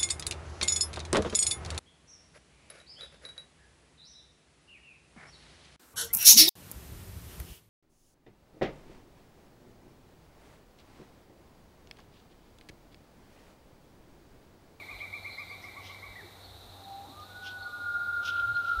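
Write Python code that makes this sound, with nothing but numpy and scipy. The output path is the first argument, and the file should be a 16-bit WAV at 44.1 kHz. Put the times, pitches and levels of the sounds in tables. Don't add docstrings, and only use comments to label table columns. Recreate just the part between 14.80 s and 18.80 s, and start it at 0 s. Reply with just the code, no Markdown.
import sys
import numpy as np
from scipy import signal
from scipy.fft import rfft, irfft
from scipy.io import wavfile
from scipy.ndimage import uniform_filter1d, map_coordinates

SR = 44100
rng = np.random.default_rng(int(sys.argv[2]) if len(sys.argv) > 2 else 0)


def output_pcm(signal):
    pcm = np.clip(np.atleast_2d(signal).T, -1, 1) * 32767
    wavfile.write(sys.argv[1], SR, np.round(pcm).astype(np.int16))


N = 176400
T = np.arange(N) / SR
FREQS_HZ = np.arange(N // 2 + 1) * SR / N


def gain(db):
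    return 10 ** (np.asarray(db) / 20)


def unit(x):
    return x / np.sqrt(np.mean(x ** 2))


def wobble(per_second):
    return map_coordinates(rng.standard_normal(8192), [T * per_second + 2], order=3, mode="wrap")


def ring(x, hz, width_hz):
    f = FREQS_HZ + 1e-6
    return unit(irfft(rfft(x) / (1 + 1j * (f * f - hz * hz) / (f * width_hz)) ** 2, N))


def tone(hz):
    return np.sqrt(2) * np.sin(2 * np.pi * np.cumsum(hz) / SR)


def echo(x, fade_s, build_s):
    tail = rng.standard_normal(N) * np.exp(-np.log(1000) * T / fade_s) * (1 - np.exp(-T / build_s))
    return signal.fftconvolve(x, tail / np.sqrt(np.sum(tail ** 2)))[:N]


def forest(x, near_db, far_db):
    near = echo(x, fade_s=0.073, build_s=0.005)
    far = echo(x, fade_s=1.02, build_s=0.015)
    return gain(near_db) * near + gain(far_db) * far


# frequency in Hz, relative level in dB.
AIR_COLOUR = [(25, -19.5), (60, -4), (95, 1), (135, -8), (300, -9.5), (550, -8.5), (760, -5.5), (1000, -11),
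              (1400, -13.5), (1900, -20.5), (2700, -21.5), (3300, -25.5), (5500, -25), (7500, -27),
              (9500, -25), (11500, -30.5), (13500, -23), (15500, -32.5)]
def air():
    hz, db = np.array(AIR_COLOUR).T
    colour = gain(np.interp(np.log(FREQS_HZ + 1), np.log(hz), db))
    noise = unit(irfft(rfft(rng.standard_normal(N)) * colour, N))
    return noise * gain(-53.5 + .4 * wobble(5))


# pitch in Hz, level in dB.
HUM_TONES = [(95, -59), (190, -76.5), (285, -73), (364, -72)]
def far_hum():
    return sum(gain(db + 0.51 * wobble(10)) * tone(hz * (1 + 0.01167 * wobble(12)))
               for hz, db in HUM_TONES)


# time of the peak in seconds, fade time in seconds, pitch in Hz, level in dB.
LOW_BUMPS = [(0.165, 0.037, 52, -52.5), (1.305, 0.022, 47, -53), (1.45, 0.035, 370, -53),
             (1.734, 0.058, 65, -54.5), (1.877, .06, 47.2, -59), (2.296, .03, 266, -54.5),
             (3.643, 0.019, 73.74, -51), (3.712, 0.045, 116, -46.5), (3.99, .017, 55, -36)]
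def bumps():
    out = np.zeros(N)
    for peak, fade, hz, db in LOW_BUMPS:
        swell = np.exp(-((T - peak) / fade) ** 2)
        out += gain(db) * swell * tone(hz * (1 + 0.1223 * wobble(80)))
    return out


def insects(hz=3861, level_db=-57.5):
    hiss = ring(rng.standard_normal(N), hz, width_hz=1480)
    chorus = ring(hiss, hz, width_hz=1221)
    return chorus * gain(level_db + 1.25 * wobble(29.97) + .5 * wobble(2.64))


# start in seconds, length in seconds, starting pitch in Hz, level in dB.
BIRD_CHIPS = [(.05, 0.026, 4210, -59), (.15, 0.033, 4190, -57), (.345, 0.019, 4360, -58),
              (.39, 0.016, 4200, -53), (.425, 0.023, 4370, -54), (.49, 0.049, 4300, -51),
              (0.524, 0.0222, 4510, -50.5), (.535, 0.0384, 4306, -49.5), (0.577, 0.038, 5130, -61),
              (.68, .05, 4730, -58.5), (1.635, 0.033, 4510, -52.5), (1.795, 0.024, 4100, -55),
              (1.885, 0.031, 4150, -55.5), (2.035, 0.027, 4030, -54), (2.125, 0.02, 4200, -53),
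              (2.822, 0.018, 4550, -50.5), (3.745, 0.022, 4225, -48)]
def small_birds(pitch_fall=0.0764):
    chips = np.zeros(N)
    waver = 1 + 0.0251 * wobble(700)
    for start, length, hz, db in BIRD_CHIPS:
        progress = np.clip((T - start) / length, 0, 1)
        pitch = hz * (1 - pitch_fall * progress) * waver
        chips += gain(db) * np.sin(np.pi * progress) * tone(pitch)
    return chips + gain(-2.5) * echo(chips, fade_s=0.31, build_s=0.0059)


# time of the peak, rise time and fade time in seconds, stem level in dB,
# treble level in dB.
PLANT_RUSTLES = [(.188, .002, 0.029, -51.5, -74), (.83, .015, .05, -64, -59.5),
                 (1.06, 0.024, 0.06, -50.5, -56.5), (2.40, 0.0028, .01, -62, -61),
                 (2.653, 0.014, 0.013, -50.5, -56), (2.672, 0.01, 0.027, -44, -54.5),
                 (3.432, .005, .02, -52, -59), (3.457, 0.0054, 0.023, -42, -47),
                 (3.48, .008, 0.03, -42.5, -54), (3.563, 0.0013, 0.0037, -51, -65),
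                 (3.578, 0.047, 0.099, -52, -89.5), (3.597, 0.0007, .003, -44, -60),
                 (3.767, 0.0022, .015, -55, -67.5), (3.88, .06, .1, -54.5, -63)]
def plants():
    stem, leaf = (3200, 2200), (5220, 3500)
    stem_cracks, leaf_cracks = rng.standard_normal((2, N)) * gain(3 * wobble(900))
    stems = ring(ring(stem_cracks, *stem), *stem)
    leaves = ring(ring(leaf_cracks, *leaf), *leaf)
    treble = leaves + gain(-7) * unit(leaf_cracks)
    out = np.zeros(N)
    for peak, rise, fade, stem_db, treble_db in PLANT_RUSTLES:
        burst = np.exp(-np.maximum((peak - T) / rise, (T - peak) / fade))
        out += burst * (gain(stem_db) * stems + gain(treble_db) * treble)
    return out


# start, length and time to the top pitch in seconds, top pitch in Hz,
# base tone level in dB, octave level in dB, change in dB for the octave that reaches us directly.
WOODPECKER_CALLS = [(-.04, 0.076, 0.034, 1194, -59, -39, -5.5),
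                    (0.077, 0.076, 0.035, 1199, -54, -40.5, -9.5),
                    (0.201, 0.069, .031, 1191, -55.5, -41.5, 1.5), (.324, 0.067, .031, 1196, -54.5, -41, 2),
                    (.442, 0.069, .034, 1185, -57, -40.5, 0), (0.57, 0.071, 0.037, 1193, -52, -41.5, -0.5),
                    (0.696, 0.067, .03, 1178, -55, -43.5, -2), (.824, 0.07, 0.037, 1175, -55.5, -42, -10),
                    (0.954, 0.0606, .032, 1153, -48.5, -43, -10),
                    (1.082, 0.074, 0.035, 1163, -53.5, -46, -10.5),
                    (1.214, 0.072, 0.034, 1157, -53, -43.5, -6),
                    (1.354, 0.068, 0.023, 1004, -71, -50.5, 3.5)]
def woodpecker(arch_drop=0.15, arch_s=.032, rise_s=.006, fade_s=.03):
    to_trees, direct = np.zeros(N), np.zeros(N)
    waver = 1 + 0.0093 * wobble(400)
    for start, length, crest, top_hz, base_db, octave_db, direct_db in WOODPECKER_CALLS:
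        age = np.clip(T - start, 0, length)
        from_top = np.abs(age - crest) / arch_s
        hz = top_hz * (1 - arch_drop * from_top ** 1.703) * waver
        swell = np.sin(np.pi * age / length)
        burst = np.minimum(age / rise_s, 1) * np.minimum((length - age) / fade_s, 1)
        base = gain(base_db) * swell * tone(hz)
        octave = gain(octave_db) * burst * tone(2 * hz)
        sides_db = 6.5 * min(1, crest / arch_s) * (from_top - 0.14)
        to_trees += gain(-5) * base + gain(sides_db) * octave
        direct += base + gain(direct_db) * octave
    return direct + forest(to_trees, near_db=-7, far_db=-6.5)


# delay in seconds, relative level in dB.
EDGE_ECHOES = [(.47, -2.5), (.56, -11), (.665, -3), (.88, -8), (1.0, -10)]
def forest_edges(x):
    late = sum(gain(db) * np.interp(T - delay, T, x, left=0) for delay, db in EDGE_ECHOES)
    return gain(-5.5) * late + gain(1) * echo(late, fade_s=1, build_s=0.0064)


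def whistle(note, tremble=0.0039, flutter_db=2.0, fade_s=0.036):
    times, hz, db = np.array(note).T
    fade = np.clip(1 + np.minimum(T - times[0], times[-1] - T) / fade_s, 0, 1)
    loudness = gain(np.interp(T, times, db) + flutter_db * wobble(60))
    pitch = np.interp(T, times, hz) * (1 + tremble * wobble(90))
    return fade * loudness * tone(pitch)


# time in seconds, pitch in Hz, level in dB.
LOW_NOTE = [(1.92, 800, -68), (1.97, 807, -56), (2.03, 777, -59), (2.08, 787.4, -46.5),
            (2.16, 788.4, -45.5), (2.21, 796, -47.5), (2.25, 799, -46.5), (2.27, 900, -64.5)]
MIDDLE_NOTE = [(2.25, 943, -66), (2.30, 1098, -64), (2.335, 1198, -57), (2.38, 1209, -50.5),
               (2.425, 1225, -47), (2.46, 1237, -66)]
HELD_NOTE = [(2.459, 1476, -62.5), (2.53, 1451, -50.5), (2.561, 1464, -47), (2.68, 1480, -45.5),
             (2.822, 1463, -42), (2.918, 1437, -41), (2.991, 1432, -42), (3.071, 1418, -35),
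             (3.199, 1414, -33), (3.402, 1408, -33.5), (3.551, 1396, -31.5), (3.7, 1396, -34),
             (3.8, 1402, -40), (3.88, 1370, -34), (3.939, 1337, -37), (4.0, 1355, -33.5)]
def elk():
    low, middle, held = whistle(LOW_NOTE), whistle(MIDDLE_NOTE), whistle(HELD_NOTE)
    effort = np.sqrt(np.abs(uniform_filter1d(held ** 2, size=2048)))
    breath = gain(-24.5) * effort * ring(rng.standard_normal(N), hz=1243, width_hz=80)
    direct = low + middle + held + breath
    late = forest_edges(gain(-14) * low + gain(1) * middle + held)
    return direct + forest(direct, near_db=-34.5, far_db=-10) + late


def scene():
    return (woodpecker() + elk() + plants() + small_birds() + insects() + air() + far_hum() + bumps())[None]


def record(dry):
    return signal.sosfilt(signal.ellip(10, .2, 70, 15500, fs=SR, output="sos"), dry)


dry = scene()
out = record(dry)
output_pcm(out)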